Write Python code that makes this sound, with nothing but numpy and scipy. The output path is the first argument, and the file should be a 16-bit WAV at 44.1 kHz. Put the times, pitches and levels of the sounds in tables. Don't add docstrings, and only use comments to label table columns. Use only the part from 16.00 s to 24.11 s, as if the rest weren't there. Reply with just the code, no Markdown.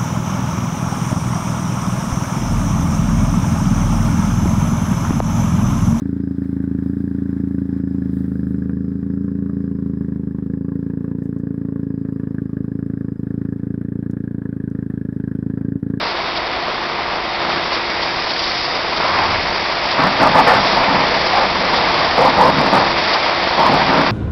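import sys
import numpy as np
from scipy import signal
from scipy.fft import rfft, irfft, next_fast_len
from scipy.io import wavfile

SR = 44100
rng = np.random.default_rng(int(sys.argv[2]) if len(sys.argv) > 2 else 0)


def wav_record(signal):
    frames = np.transpose(np.atleast_2d(signal))
    bounded = np.clip(frames, -1, 1)
    quanta = np.round(bounded * 32767).astype(np.int16)
    wavfile.write(sys.argv[1], SR, quanta)


N = 357651
TIME = np.arange(N) / SR

# (pitch [Hz], width [Hz], relative level [dB])
DISH_RINGS = [(589, 84, -3.5), (668, 92, -2), (794, 60, -1), (890, 81, -1), (1041, 100, -3.5),
              (1173, 110, -6)]
# (pitch [Hz], width [Hz], relative level [dB])
HUB_RINGS = [(473, 59, -2), (553, 68, -2.5)]
# (pitch [Hz], width [Hz], relative level [dB])
RIM_RINGS = [(1210, 80, 0), (1398, 130, -2), (1540, 77, -1), (1786, 130, -3.5)]
# (start [s], length [s], roar [dB],
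# air pocket pitch [Hz], pocket's share of the roar [0-1], hub [dB], rim [dB], disc [dB])
PLUNGES = [(1.416, .17, -28, 900, 0.1, -38, -29, -33.5), (2.999, .35, -23, 1012, .9, -44, -25.5, -43),
           (3.153, 0.083, -20.5, 980, 0.76, -47, -31, -40), (3.979, .095, -15, 1037, .6, -25, -20.5, -20),
           (4.199, 0.0802, -13, 957, 0, -22, -19.5, -18.5),
           (4.342, 0.0717, -9.5, 823, 0.6, -20, -19.5, -19), (4.467, 0.0667, -10, 775, 0.73, -13, -15, -26),
           (4.543, 0.0487, -17, 866, 0.15, -28, -21.5, -23.5),
           (4.766, 0.0597, -20, 980, 0.8, -34, -38, -23.5), (4.877, .16, -19, 926, 0.27, -25, -25.5, -23),
           (5.07, .24, -32, 900, 0.9, -25.5, -45, -32), (5.33, .125, -16, 738, .55, -23, -26.5, -37),
           (5.572, .16, -29, 800, 0.3, -29, -45, -28.5), (5.731, .10, -20, 800, 0.3, -25, -27.5, -40),
           (6.178, 0.0476, -9.5, 758, 0.61, -12, -26, -21.5),
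           (6.24, 0.0415, -10.5, 883, 0.6, -17, -25, -20), (6.365, 0.127, -11, 879, 0.7, -17.5, -27, -19),
           (6.569, .095, -20.5, 850, 0, -22, -30, -21), (6.727, 0.049, -11.3, 833, .35, -19, -20.5, -17.5),
           (6.798, .075, -18, 850, 0, -23, -25, -33), (7.127, .035, -18, 888, .2, -38, -25, -36),
           (7.577, .125, -12.5, 918, 0.66, -27, -28, -22), (7.688, 0.14, -16, 922, 0.58, -23, -28, -19),
           (7.891, 0.13, -18.5, 906, 0.28, -23.5, -22.5, -19.5)]


def from_db(db):
    return 10 ** (np.asarray(db) / 20)


def unit_power(x):
    return x / np.sqrt(np.mean(x ** 2) + 1e-20)


def over_time(rows):
    times, *columns = np.transpose(rows)
    return [np.interp(TIME, times, column) for column in columns]


def drift(per_s):
    step, warm_up = 40, 2000
    r = np.exp(-2 * np.pi * step * per_s / SR)
    noise = rng.standard_normal(N // step + warm_up + 2)
    slow = signal.lfilter([1], [1, -2 * r, r * r], noise)[warm_up:]
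    return np.interp(np.arange(N) / step, np.arange(len(slow)), unit_power(slow))


def coloured(x, colour):
    size = next_fast_len(N + SR // 10)
    hz, db = np.transpose(colour)
    bin_hz = np.maximum(np.arange(size // 2 + 1) * SR / size, 1)
    bass_cut = np.minimum(bin_hz / hz[0], 1) ** 2
    gain = from_db(np.interp(np.log(bin_hz), np.log(hz), db))
    return irfft(rfft(x, size) * bass_cut * gain, size)[:N]


def ring(x, rings):
    total = 0
    for k, (hz, width_hz, db) in enumerate(rings):
        r = np.exp(-np.pi * width_hz / SR)
        feedback = [1, -2 * r * np.cos(2 * np.pi * hz / SR), r * r]
        ringing = signal.lfilter(np.array([1, 0, -1]) * (1 - r * r) / 2, feedback, x)
        total = total + (-1) ** k * from_db(db) * ringing
    return unit_power(total)


def drops(per_s, spread_db):
    sizes = from_db(spread_db * np.minimum(rng.exponential(1, N), 5))
    hits = rng.random(N) < per_s / SR
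    return unit_power(hits * sizes * rng.choice([-1, 1], N))


def shower(colour, per_s, spread_db):
    return unit_power(coloured(drops(per_s, spread_db), colour))


def water_lumps():
    soft = signal.butter(2, [300, 1900], "band", fs=SR, output="sos")
    return signal.sosfilt(soft, drops(per_s=3500, spread_db=2.0))


def air_pocket(hz, width_hz):
    smooth = signal.butter(2, width_hz / 2, fs=SR, output="sos")
    swell = signal.sosfilt(smooth, rng.standard_normal((2, N)))
    phase = 2 * np.pi * np.cumsum(hz) / SR
    return unit_power(swell[0] * np.cos(phase) + swell[1] * np.sin(phase))


def wheel_disc():
    # (pitch [Hz], width [Hz], relative level [dB])
    disc_rings = [(102, 73, -12.5), (149.5, 13, 1), (189.5, 17, 1), (217, 28, -2.5), (254.4, 20, -.5),
                  (285.6, 17, 0), (368, 58, -8)]
    return ring(drops(per_s=1500, spread_db=0), disc_rings)


def jet_rush():
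    # (time [s], relative level [dB])
    rush_levels = [(0, -23), (1.1, -22.5), (1.3, -23.5), (1.5, -22), (1.9, -22), (2.6, -23.5), (3.05, -20),
                   (3.45, -20.5), (3.8, -21.5), (4.13, -18), (4.6, -17), (5.45, -19), (5.62, -19),
                   (5.9, -17), (6.1, -18), (6.6, -17), (7.02, -19), (8.11, -17)]
    # (pitch [Hz], gain [dB])
    tyre_colour = [(60, -19.5), (150, -12.5), (280, -9), (430, -6), (560, -5), (700, -0.5), (830, -4.5),
                   (960, -1), (1200, -4), (1450, -9), (1800, -12.5), (2800, -28)]
    rush_db, = over_time(rush_levels)
    wheel_share = 1 / (1.5 + np.exp((-16.5 - rush_db) / 2))
    tyre = shower(tyre_colour, per_s=5000, spread_db=2.5)
    wheel = (ring(water_lumps(), DISH_RINGS)
             + from_db(-10) * air_pocket(hz=np.full(N, 915), width_hz=120)
             + from_db(-10) * ring(water_lumps(), HUB_RINGS)
             + from_db(-11.5) * ring(water_lumps(), RIM_RINGS)
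             + from_db(-11.5) * wheel_disc())
    return from_db(rush_db) * (np.sqrt(1 - wheel_share) * tyre + np.sqrt(wheel_share) * wheel)


def spray():
    # (time [s], low [dB], middle [dB], high [dB])
    hiss_levels = [(0, -27.5, -30, -31), (.6, -27.5, -31.5, -34), (1.3, -28, -32, -33.5),
                   (1.52, -25, -28, -30.5), (2.0, -25, -31, -28.5), (2.35, -26, -29, -26),
                   (2.62, -26, -28, -24), (2.85, -25, -30.5, -28.5), (3.23, -22, -27.5, -26.5),
                   (3.5, -24.7, -29, -27.5), (4.4, -22.5, -26.5, -27.5), (4.6, -21.5, -24, -23.5),
                   (4.82, -21, -26.5, -27.5), (5.35, -21.5, -25.5, -24.5), (5.58, -23, -27.5, -27.5),
                   (5.8, -21.5, -25.5, -26), (6.55, -23.5, -28, -27.5), (6.85, -22.5, -26.5, -26.5),
                   (7.14, -20.5, -26, -24.5), (7.35, -23.5, -26.5, -27.5), (8.11, -22, -27, -27.5)]
    # (pitch [Hz], gain [dB])
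    low_colour = [(900, -16), (1350, -7), (1650, -4.5), (2050, -0.5), (2450, -3.5), (2800, -8.5),
                  (3500, -22), (5000, -44.5)]
    middle_colour = [(1800, -32.5), (2600, -6.5), (3000, -3.5), (3450, -0.5), (4000, -3.5), (4500, -3),
                     (5500, -27.5)]
    high_colour = [(3000, -32.5), (4000, -12.5), (4500, -2.5), (4750, 0), (4970, -0.2), (5200, -3),
                   (5500, -7), (6000, -13)]
    low_db, middle_db, high_db = over_time(hiss_levels)
    *_, rim_db, _ = np.transpose(PLUNGES)
    thrown_back = plunge_gain(rim_db - 10.5)
    low_gain = np.hypot(from_db(low_db - 1), thrown_back)
    low = low_gain * shower(low_colour, per_s=10000, spread_db=3)
    middle = from_db(middle_db + 0.14) * shower(middle_colour, per_s=12000, spread_db=2.5)
    high = from_db(high_db + 1.1) * shower(high_colour, per_s=10000, spread_db=4)
    return low + middle + high


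def wavering_tone(hz, db, wander, waver_db):
    phase = 2 * np.pi * np.cumsum(hz * (1 + wander * drift(5.8))) / SR
    return from_db(db + waver_db * drift(7)) * np.sin(phase)


def pump():
    # (pitch at speed 1 [Hz], relative level [dB], wander [share of pitch])
    hum_notes = [(54, -54, .01), (82, -53, .01), (344, -37, .007), (759, -44, .003)]
    # (time [s], hum gain [dB], whine gain [dB])
    pump_gains = [(0, 1, -2), (.6, -0.5, -3), (1.6, 6, -2.5), (2.3, -1, -1.5), (2.7, 1, 2.5), (3.1, 3.5, 0),
                  (3.9, -1, -3.5), (5.6, 2, -2), (6.2, 4, 3), (8.11, 8.5, 0)]
    hum_db, whine_db = over_time(pump_gains)
    speed = 1.005 - .0017 * TIME
    hum = sum(wavering_tone(hz * speed, db, wander, waver_db=1.5) for hz, db, wander in hum_notes)
    whine = wavering_tone(hz=3724, db=whine_db - 38, wander=0.00058, waver_db=2.5)
    return from_db(hum_db) * hum + whine


def yard_rumble():
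    # (time [s], level [dB])
    rumble_levels = [(0, -42), (2.9, -39.5), (3.45, -31.5), (3.75, -41), (4.1, -34.5), (6.6, -34.5),
                     (7.2, -40), (7.75, -33), (8.11, -39)]
    # (pitch [Hz], gain [dB])
    rumble_colour = [(15, -5.5), (35, -3.5), (60, -1), (120, -7), (200, -3), (400, -25), (1000, -58.5)]
    rumble_db, = over_time(rumble_levels)
    return from_db(rumble_db) * unit_power(coloured(rng.standard_normal(N), rumble_colour))


def spits():
    # (time [s], level [dB], fade on either side [s])
    edge_hits = [(0.371, -19.5, 0.0092), (1.738, -21.5, 0.016), (2.03, -23.5, 0.015), (2.303, -20, .015),
                 (2.395, -18, .009), (2.442, -17.5, .012), (2.974, -20, .009), (3.08, -21.5, .008),
                 (3.915, -17, 0.0077), (4.671, -20, 0.021), (4.719, -22.5, 0.015), (5.764, -20, 0.024),
                 (7.055, -24, 0.0078), (7.142, -16, 0.0084)]
    # (pitch [Hz], gain [dB])
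    spit_colour = [(1200, -18), (2400, -10.5), (3400, 0), (5000, -0.5), (6000, -11)]
    swell = sum(from_db(db) * np.exp(-((TIME - at) / fade) ** 2) for at, db, fade in edge_hits)
    return swell * shower(spit_colour, per_s=9000, spread_db=3)


def plunge_gain(levels_db, rise_s=0.0083, fade_s=0.012):
    power = 0
    for (start, length, *_), db in zip(PLUNGES, levels_db):
        rise = np.clip(.5 + (TIME - start) / rise_s, 0, 1)
        fall = np.exp(-np.clip((TIME - start - length) / fade_s, 0, 20))
        power = power + (from_db(db) * rise * fall) ** 2
    return np.sqrt(power)


def plunge_roars():
    start, length, roar_db, pocket_hz, pocket_share, hub_db, rim_db, disc_db = np.transpose(PLUNGES)
    middle = start + length / 2
    sloshing = 1 + .07 * drift(25)
    pitch = np.interp(TIME, middle, pocket_hz) * sloshing
    share = np.clip(np.interp(TIME, middle, pocket_share), 0, 1)
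    dish = np.sqrt(1 - share) * ring(water_lumps(), DISH_RINGS)
    pocket = np.sqrt(share) * air_pocket(pitch, width_hz=150)
    roar = plunge_gain(roar_db) * (dish + pocket)
    hub = plunge_gain(hub_db - 2) * ring(water_lumps(), HUB_RINGS)
    rim = plunge_gain(rim_db + 1) * ring(water_lumps(), RIM_RINGS)
    disc = plunge_gain(disc_db - 1, fade_s=0.081) * wheel_disc()
    return roar + hub + rim + disc


def tyre_thrum(level_db, at_s, fade_s):
    # (pitch [Hz], width [Hz], relative level [dB])
    wall_rings = [(48, 20, -13), (85, 16, 1)]
    swell = np.exp(-((TIME - at_s) / fade_s) ** 2)
    return from_db(level_db) * swell * ring(rng.standard_normal(N), wall_rings)


def scene():
    rush = from_db(-.5) * jet_rush()
    roars = from_db(-1.52) * plunge_roars()
    water = spray() + spits()
    flutter = from_db(0.75 * drift(per_s=39))
    jet = flutter * (rush + roars + water)
    thrum = tyre_thrum(level_db=-35, at_s=3.3, fade_s=0.22)
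    return (jet + thrum + pump() + yard_rumble())[None]


def record(dry):
    # (pitch [Hz], gain [dB])
    mic_colour = [(5200, 0.5), (5600, -1), (5900, -8), (6150, -16), (6400, -43.5), (6700, -84)]
    # (pitch [Hz], gain [dB])
    treble_dip = [(5800, 0), (6700, -5.5), (8000, -3), (10000, 0), (15000, 0)]
    peak_limit, cutoff_hz = .72, 16600
    keep_bass = [(1, 0)]
    narrow = coloured(dry[0], keep_bass + list(mic_colour))
    overloaded = np.clip(narrow, -peak_limit, peak_limit)
    softened = coloured(overloaded, keep_bass + list(treble_dip))
    top_cut = signal.cheby2(20, 60, cutoff_hz, fs=SR, output="sos")
    return signal.sosfilt(top_cut, softened)[None]


dry = scene()
out = record(dry)
wav_record(out)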